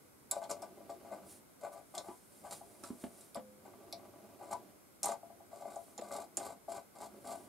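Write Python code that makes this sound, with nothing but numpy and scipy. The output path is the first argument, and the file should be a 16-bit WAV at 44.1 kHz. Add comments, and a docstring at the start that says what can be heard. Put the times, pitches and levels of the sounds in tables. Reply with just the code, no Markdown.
"""Nut started by hand on a lathe stud

A steel nut is started on a threaded stud in the slide of a small lathe, in a home workshop.
Its clicks on the stud are short noise bursts through steel resonances. Its short grinding turns are random
grains through the dull modes of the slide, with catches and slips of the thread as single struck knocks.
Fingers swish as coloured noise, soft thumps swing the bench resonances, the hand stirs a low murmur,
the bed hums on once as decaying sines, and the room hisses faintly as steady noise."""
import sys
import numpy as np
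from scipy import signal
from scipy.fft import rfft, irfft, next_fast_len
from scipy.io import wavfile
from scipy.ndimage import uniform_filter1d

SR = 44100
rng = np.random.default_rng(int(sys.argv[2]) if len(sys.argv) > 2 else 0)


def output_pcm(signal):
    """Save a mono or channel-first signal as 16-bit PCM at the path in sys.argv[1].

    Samples are clipped to [-1, 1] before scaling.
    """
    pcm = np.clip(np.atleast_2d(signal).T, -1, 1) * 32767
    wavfile.write(sys.argv[1], SR, np.round(pcm).astype(np.int16))


N = 329868
TIME = np.arange(N) / SR


def from_db(db):
    """Decibels to gain."""
    return 10 ** (np.asarray(db) / 20)


def rms_one(x):
    """Scale to rms 1."""
    return x / np.sqrt(np.mean(x ** 2) + 1e-20)


def at_hz(points, hz):
    """Interpolate a table on a log-frequency axis."""
    table_hz, value = np.transpose(points)
    return np.interp(np.log(hz + 1), np.log(table_hz), value)


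def colour(x, spectrum):
    """Give a steady noise a spectrum; rms 1."""
    size = next_fast_len(N)
    gain = from_db(at_hz(spectrum, np.fft.rfftfreq(size, 1 / SR)))
    return rms_one(irfft(rfft(x, size) * gain, size)[..., :N])


def soften(x, hz):
    """A contact of finite length holds little above a corner frequency."""
    return signal.sosfilt(signal.butter(4, hz, fs=SR, output="sos"), x)


def thin(x, hz):
    """Reduce the bass below a corner frequency."""
    return signal.sosfilt(signal.butter(2, hz, "high", fs=SR, output="sos"), x)


def resonate(x, hz, width_hz):
    """One two-pole resonance, gain about 1 on top."""
    r = np.exp(-np.pi * width_hz / SR)
    numerator = np.array([1, 0, -1]) * (1 - r * r) / 2
    denominator = [1, -2 * r * np.cos(2 * np.pi * hz / SR), r * r]
    return signal.lfilter(numerator, denominator, x + 1e-18)


def body(x, modes):
    """Resonances in parallel, alternating in sign."""
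    return sum((-1) ** k * from_db(db) * resonate(x, hz, width_hz)
               for k, (hz, width_hz, db) in enumerate(modes))


def pan(x, left_right_db):
    """Place a sound by its left minus right level."""
    return x * from_db(np.array([[left_right_db], [-left_right_db]]) / 2)


def add(track, start_s, sound):
    """Mix a sound in at a time."""
    i = int(start_s * SR)
    track[..., i:i + sound.shape[-1]] += sound[..., :N - i]


def contact(decay_s):
    """A touch is a quickly fading burst of tiny collisions."""
    t = TIME[:SR // 5]
    return rng.choice([-1, 1], len(t)) * np.exp(-t / decay_s)


def grains(per_s, spread_db):
    """Rough spots catch at random, with uneven force; rms 1."""
    sizes = from_db(spread_db * np.minimum(rng.exponential(1, N), 4))
    return rms_one(sizes * rng.choice([-1, 1], N) * (rng.random(N) < per_s / SR))


# Fingers turn the nut. Each row: start in seconds, length in seconds, relative grinding level in dB,
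# grinding centre at top speed in Hz, relative rasp level at top speed in dB.
TURNS = [(0.308, 0.073, -48.5, 780, -59.5), (0.415, 0.037, -45.5, 790, -66),
         (0.492, 0.031, -42, 660, -49.5), (0.619, 0.015, -45.5, 790, -62),
         (0.892, 0.016, -44.5, 770, -59.5), (1.046, 0.04, -56, 740, -75), (1.111, 0.051, -48.5, 700, -66),
         (1.606, 0.027, -53.5, 696, -64), (1.625, 0.054, -48, 734, -71.5),
         (1.713, 0.087, -55.5, 684, -70.5), (1.938, 0.059, -45.5, 696, -59.5),
         (2.041, 0.095, -55.5, 830, -69), (2.436, 0.041, -50, 810, -61.5), (2.505, 0.031, -53, 930, -52.5),
         (2.829, 0.051, -58.5, 1000, -57.5), (3.352, 0.019, -47, 650, -66.5),
         (3.646, 0.014, -50.5, 756, -63), (4.39, 0.11, -56, 700, -70.5), (4.505, 0.031, -42, 790, -55.5),
         (5.027, 0.099, -41.5, 830, -53), (5.511, 0.15, -56, 674, -68), (5.665, 0.11, -54.5, 720, -67),
         (6.012, 0.089, -51.5, 666, -64.5), (6.106, 0.12, -47.5, 750, -57.5), (6.38, .13, -48.5, 780, -57),
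         (6.682, 0.098, -48, 770, -57.5), (6.948, 0.042, -56, 764, -63.5), (7.001, 0.056, -49.5, 820, -56),
         (7.242, 0.11, -48.5, 770, -58.5)]
GRIP_S, RELEASE_DB_PER_S = 0.0039, 444
START_SPEED = 0.33   # share of top speed at the start and end of a turn
GRIND_SPEED_DB, RASP_SPEED_DB, SPEED_OCTAVES = 4, 8.5, 0.17   # rise from standstill to top speed
CREEP_HZ = 700


def turning():
    """A turn grips, speeds up, slows, lets go; speed lifts the rasp strongly, the grinding and its pitch a little."""
    grind, rasp, pitch_sum = np.zeros(N), np.zeros(N), np.zeros(N)
    t = TIME[:SR // 2]
    for start_s, length_s, grind_db, hz, rasp_db in TURNS:
        release = from_db(-RELEASE_DB_PER_S * np.maximum(t - length_s, 0))
        grip = np.minimum(t / GRIP_S, 1) * release
        speed = START_SPEED + (1 - START_SPEED) * np.sin(np.pi * np.minimum(t / length_s, 1))
        gain = grip * from_db(grind_db + GRIND_SPEED_DB * (speed - 1.5))
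        add(grind, start_s, gain)
        add(pitch_sum, start_s, gain * hz * 2 ** (SPEED_OCTAVES * (speed - 1)))
        add(rasp, start_s, grip * from_db(rasp_db + RASP_SPEED_DB * (speed - 1)))
    centre_hz = (pitch_sum + 1e-12 * CREEP_HZ) / (grind + 1e-12)   # gain-weighted where turns overlap
    return grind, centre_hz, rasp


# Modes of slide and tool block. Each row: frequency in Hz, width in Hz, relative level in dB.
SLIDE = [(209,18,-6.5),(304,60,-11.5),(427,54,-5),(526.3,15.3,0),(583,31.4,-2.5),(680.2,15.2,2.5),(750,85,-5),(840,82,-2),(963,40,-16),(989,18,1.5),(1000,160,-8.5),(1156,68,-4.5),(1260,156,-14.5),(1513.4,58,-8.5),(2084,106,-14.5),(2330,600,-24.5)]


def slide(force, centre_hz, focus_db):
    """The slide rings in all its modes; the grip favours those near a centre frequency."""
    out = 0
    for k, (hz, width_hz, db) in enumerate(SLIDE):
        near = 1 / (1 + (np.log2(hz / centre_hz) / 0.34) ** 2)
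        out = out + (-1) ** k * from_db(db + focus_db * near) * resonate(force, hz, width_hz)
    return out


def grinding(gain, centre_hz):
    """Thread flanks rub and shake the slide, whose swell lags the force slightly."""
    ringing = slide(grains(per_s=900, spread_db=3.0), centre_hz, focus_db=12.5)
    ringing /= np.sqrt(uniform_filter1d(ringing ** 2, size=1100) + 1e-12)   # steady finger pressure
    r = np.exp(-1 / (0.00043 * SR))
    return from_db(1.0) * signal.lfilter([1 - r], [1, -r], gain) * ringing


def stick_slip(depth_db, grip_s):
    """The thread grips and frees itself, so smoothed noise flutters the friction at random; rms 1."""
    r = np.exp(-1 / (grip_s * SR))
    wander = rms_one(signal.lfilter([1], [1, -2 * r, r * r], rng.standard_normal(N)))
    return rms_one(from_db(depth_db * np.tanh(wander)))


def burrs(grind, centre_hz):
    """Burrs catch at random while the nut turns, each a gritty tick in the slide."""
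    ticks = slide(grains(per_s=63, spread_db=3.5), centre_hz, focus_db=5.0)
    return from_db(-7.5) * grind * rms_one(ticks)


# The thread catches and slips. Each row: time in seconds, relative peak in dB, centre in Hz.
SLIPS = [(0.364, -26, 585), (0.498, -40.5, 553), (0.803, -41.5, 610), (0.903, -38, 720), (1.117, -32, 580),
         (2.085, -36, 840), (2.447, -35, 730), (2.612, -36.5, 750), (3.036, -35.5, 606), (3.931, -33, 677),
         (4.413, -34.5, 800), (4.531, -24, 910), (5.088, -27, 720), (5.23, -36.5, 700), (5.301, -39.5, 720),
         (5.404, -41.5, 756), (5.528, -36, 680), (5.622, -31, 720), (5.653, -31, 710), (5.763, -26.5, 712),
         (5.981, -34, 790), (6.019, -29, 646), (6.373, -31, 680), (6.682, -29, 690)]


def slips():
    """The thread lets go with a short knock that swells in the slide for a few milliseconds."""
    out = np.zeros(N)
    impulse = 1.0 * (TIME[:SR // 8] == 0)
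    for time_s, db, hz in SLIPS:
        knock = slide(resonate(impulse, hz, width_hz=216), hz, focus_db=11.0)
        add(out, time_s - 0.003, from_db(db - 7.5) * knock / np.abs(knock).max())   # starts ahead to swell
    return out


def creeping(weight):
    """Under a resting hand the nut creeps in tiny random slips that tick in the slide."""
    ticks = slide(grains(per_s=30, spread_db=2.5), CREEP_HZ, focus_db=7.0)
    return from_db(-10) * weight * rms_one(ticks)


# Rasp spectrum. Each row: frequency in Hz, relative density in dB per Hz.
RASP = [(1300,-8.5),(1700,-25),(2300,-11),(3000,-13),(4500,-5),(6000,-10.5),(7500,1),(9000,-3.5),(11000,-7),(13000,-11),(16000,-28)]


def rasping(rasp, flutter):
    """Bright friction grains follow the speed and flutter of the turning."""
    return from_db(1.0) * rasp * flutter * colour(grains(per_s=600, spread_db=2.5), RASP)


# Nut strikes stud. 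Each row: time in seconds, relative peak in dB, nut ring in Hz, stud over nut in dB,
# edges over nut in dB, left minus right in dB.
CLICKS = [(0.3115, -17.5, 7780, -13.5, 0, 1), (0.4383, -43.5, 6850, 1, -5, -1),
          (0.5105, -28, 6800, -10, -4, 1), (0.62, -40.5, 8240, -6.5, -4, 2), (0.8997, -47, 8000, -4, -8, 1),
          (1.95, -35.5, 9100, -7, -4, -1), (1.9792, -27.5, 8400, -5, -17, 0),
          (2.837, -46, 8600, -5, -3, -22), (3.2085, -44.5, 8610, -16, -12, -1),
          (3.346, -35.5, 8160, 9, 13.5, 3), (3.3573, -42, 7830, -26, -6, -1.5),
          (3.9254, -30.5, 7850, 7.5, 4, 0.5), (4.511, -45.5, 8000, -9, -12, -5),
          (4.531, -38.5, 6840, -20, -15, 4), (5.031, -20, 7480, -50, -2.5, 3),
          (5.042, -26, 7540, -29, -22, -9), (5.0571, -21, 8240, -37, -2.5, 2),
          (5.0827, -32.5, 7700, -11, -18, 0), (5.118, -34, 7040, -31, -18, 0),
          (5.758, -42, 7690, -25, -19, -2), (5.9781, -34, 7040, -11, -10, -4),
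          (6.012, -45, 7750, -5, -8, -2), (6.1232, -39, 7960, -11, -11, -1),
          (6.3699, -19.5, 7020, -46, -6, -2.5)]
# Modes of stud, of nut and thread flanks, and of sharp edges in contact.
# Each row: frequency in Hz, width in Hz, relative level in dB.
STUD = [(2250,260,-10),(3450,600,-4),(4300,700,-2),(5100,700,0),(5700,600,-3)]
NUT = [(7040,640,-0.5),(7530,61,9),(7900,310,0),(7800,360,-21),(8460,150,-12),(8535,18,12.5),(9100,630,2.5)]
EDGE = [(9520,92,-16),(9580,1700,2.5),(11700,1560,-2),(11900,170,-40),(12700,2600,-15)]


def clicks():
    """Stud, nut and edges ring briefly; each new grip changes the nut's tone and its reflections."""
    out = np.zeros((2, N))
    for time_s, db, hz, stud_db, edge_db, left_right_db in CLICKS:
        touch = soften(contact(decay_s=0.00061), hz=11350)
        touch = thin(touch, hz=870)   # small parts radiate little bass
        nut = rms_one(body(touch, NUT)) + from_db(-3.5) * rms_one(resonate(touch, hz, width_hz=200))
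        click = from_db(stud_db) * rms_one(body(touch, STUD)) + rms_one(nut)
        edges = from_db(edge_db) * rms_one(body(touch, EDGE))
        click = click + pan(edges, left_right_db=-6.5)
        attack_rms = np.std(click.mean(axis=0)[:SR // 500])
        click = pan(from_db(db - 9.5) * click / attack_rms, left_right_db)   # peak stands out of the attack
        add(out, time_s + 0.0005, workshop(click, wet_db=-0.5, likeness=0.48))
    return out


# Fingers slide on steel. Each row: middle in seconds, length (2 sigma) in seconds, relative level in dB.
SWISHES = [(1.319, 0.08, -59.5), (1.734, 0.014, -61), (2.075, 0.3, -69), (2.372, 0.096, -70.5),
           (2.545, 0.064, -59), (2.87, 0.55, -69), (3.029, 0.05, -66), (3.21, 0.13, -68.5),
           (5.84, 0.2, -69), (7.35, 0.25, -68.5)]
# Skin spectrum. Each row: frequency in Hz, relative density in dB per Hz.
SKIN = [(2000,-14),(5000,-9),(7000,-5),(8500,0.5),(10500,1),(12500,-7.5),(16000,-14)]


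def fingers():
    """Skin slides over steel in soft bright swells."""
    swell = sum(from_db(db) * np.exp(-2 * ((TIME - middle_s) / length_s) ** 2)
                for middle_s, length_s, db in SWISHES)
    return from_db(0.5) * swell * colour(grains(per_s=9000, spread_db=3.5), SKIN)


# The hand rests on the work. Each row: start of hold in seconds, end of hold in seconds, relative level in dB.
RESTS = [(0.5, 1.318, -59), (2.423, 3.19, -63), (3.683, 4.676, -59), (5.192, 6.545, -68),
         (7.128, 7.48, -59)]
REST_FADE_DB_PER_S = 115


def resting():
    """Weight of the hand on the work, as a gain: it settles, holds and lifts."""
    return sum(from_db(db - REST_FADE_DB_PER_S * np.abs(TIME - np.clip(TIME, start_s, end_s)))
               for start_s, end_s, db in RESTS)


# Murmur spectrum of the stirred machine. Each row: frequency in Hz, relative density in dB per Hz.
HANDLING = [(40,-33),(100,-5),(160,-14),(215,2),(300,-4.5),(390,3),(460,-5),(520,-4),(750,-7),(1100,-17),(1600,-26),(3000,-26.5),(8000,-29)]
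# Bench modes. Each row: frequency in Hz, width in Hz, relative level in dB.
BENCH = [(220,25,3.5),(264,16,-2),(350,45,-3),(412,50,3),(90,50,-11.5)]
THREAD_BITES_S = 5.5   # from here on the nut sits in the thread
LOOSE_SHAKE_DB, SEATED_SHAKE_DB = -23, -10.5   # bench shake relative to the grinding gain


def handling(grind, weight):
    """The hand stirs a low murmur; turns also shake the bench, more once the thread has bitten."""
    murmur = from_db(-3.5) * weight * colour(grains(per_s=900, spread_db=2.0), HANDLING)
    shake = from_db(np.where(TIME < THREAD_BITES_S, LOOSE_SHAKE_DB, SEATED_SHAKE_DB))
    return murmur + shake * grind * rms_one(body(grains(per_s=800, spread_db=2.0), BENCH))


# Fingers knock the work. Each row: time in seconds, relative bench peak in dB, bench swing in Hz,
# tap over bench in dB, tap in Hz.
THUMPS = [(2.083, -40.5, 354, -6, 860), (2.834, -45.5, 268, 2.5, 1250), (2.901, -33.5, 247, -17, 980),
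          (3.036, -34, 246, -6, 706), (3.367, -41.5, 236, -0.5, 525), (5.987, -46.5, 340, 8.5, 427),
          (6.372, -43.5, 350, 6, 515)]


def thumps():
    """A soft tap with a brief scuff swings the bench for a few cycles; a wall returns it once."""
    out, t = np.zeros(N), TIME[:SR // 5]
    for time_s, db, hz, tap_db, tap_hz in THUMPS:
        push = np.exp(-t / 0.00021) - np.exp(-t / 0.00037)
        swing = resonate(push, hz, width_hz=36) + from_db(-11.5) * body(push, BENCH)
        tap = resonate(soften(contact(decay_s=0.0074), hz=5140), tap_hz, width_hz=184)
        thump = swing / np.abs(swing).max() + from_db(tap_db) * tap / np.abs(tap).max()
        thump = from_db(db) * thump
        add(out, time_s + 0.0029, thump)
        add(out, time_s + 0.028, from_db(-9.5) * thump)
    return out


# Lathe bed modes. Each row: frequency in Hz, relative starting level in dB, T60 in seconds.
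BED = [(209,-55.5,0.96),(515,-53.5,0.93),(410,-71,0.35)]
BED_PUSH_S = 3.365


def bed():
    """The heavy casting hums on faintly after one firm push."""
    out, t = np.zeros(N), TIME[:SR]
    hum = sum(from_db(db - 60 * t / t60_s) * np.sin(2 * np.pi * hz * t) for hz, db, t60_s in BED)
    add(out, BED_PUSH_S, hum)
    return out


# Decay of the workshop. Each row: frequency in Hz, T60 in seconds (before the near-reflection boost).
ROOM_T60 = [(150,0.28),(700,0.12),(2500,0.15),(8000,0.078),(15000,0.022)]


def workshop(x, wet_db, likeness):
    """Close machine surfaces and walls return a dense short tail, partly alike at left and right."""
    t, tail = TIME[:SR // 4], 0
    edges_hz = np.geomspace(80, 18000, 6)
    for low, high in zip(edges_hz, edges_hz[1:]):
        band = signal.butter(2, [low, high], "band", fs=SR, output="sos")
        mid, side = signal.sosfilt(band, rng.standard_normal((2, len(t))))
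        both = np.sqrt(1 + likeness) * mid + np.sqrt(1 - likeness) * side * [[1], [-1]]
        tail = tail + both * np.exp(-np.log(1000) * t / at_hz(ROOM_T60, np.sqrt(low * high)))
    near = 1 + 1.3 * np.exp(-t / 0.0033)   # the lathe itself reflects first and strongest
    tail = rms_one(tail * near * (t > 0.002)) / np.sqrt(len(t))
    return x + from_db(wet_db) * signal.fftconvolve(x, tail, axes=1)[:, :x.shape[1]]


# Room spectrum. Each row: frequency in Hz, relative density in dB per Hz.
FLOOR = [(20,-26),(45,-13),(90,-3),(160,-3),(260,0),(520,-5),(800,-10),(1550,-13),(1800,-21),(2100,-14),(2700,-22),(6000,-23),(8500,-17),(11500,-16),(16000,-24)]
# Spectral tilt of the side signal. Each row: frequency in Hz, side minus mid in dB before levelling.
FLOOR_SIDE = [(60,-2.5),(200,-0.5),(1400,3.5),(3000,-3),(7000,6.5),(12000,-45)]
FLOOR_DB = -64.5   # rms of the mid signal


def room_tone():
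    """A diffuse low murmur of air and a thin hiss, centred at the very top."""
    side_spectrum = [(hz, db + at_hz(FLOOR_SIDE, hz)) for hz, db in FLOOR]
    mid = colour(rng.standard_normal(N), FLOOR)
    side = colour(rng.standard_normal(N), side_spectrum)
    return from_db(FLOOR_DB) * (mid + from_db(-1.5) * side * [[1], [-1]])


def scene():
    """The slide sounds a little to the left, the fine sounds near the middle."""
    grind, centre_hz, rasp = turning()
    weight = resting()
    flutter = stick_slip(depth_db=4.5, grip_s=0.002)
    thread = grinding(grind, centre_hz) * flutter + burrs(grind, centre_hz) + slips() + creeping(weight)
    dull = pan(thread, left_right_db=4.5) + pan(handling(grind, weight), left_right_db=-2.5)
    bright = pan(rasping(rasp, flutter), left_right_db=-1.0) + pan(fingers(), left_right_db=-0.5)
    low = pan(thumps() + bed(), left_right_db=-0.5)
    mix = clicks() + workshop(dull, wet_db=-5.0, likeness=0.66)
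    mix += workshop(bright, wet_db=-1.0, likeness=0.81)
    mix += workshop(low, wet_db=-11.5, likeness=0.4)
    return mix + room_tone()


CUTOFF_HZ = 15650


def record(dry):
    """The small microphones lose the deepest bass; the top is cut steeply, without phase shift."""
    top_cut = signal.ellip(10, 0.05, 70, CUTOFF_HZ, fs=SR, output="sos")
    return signal.sosfiltfilt(top_cut, thin(dry, hz=38))


dry = scene()
out = record(dry)
output_pcm(out)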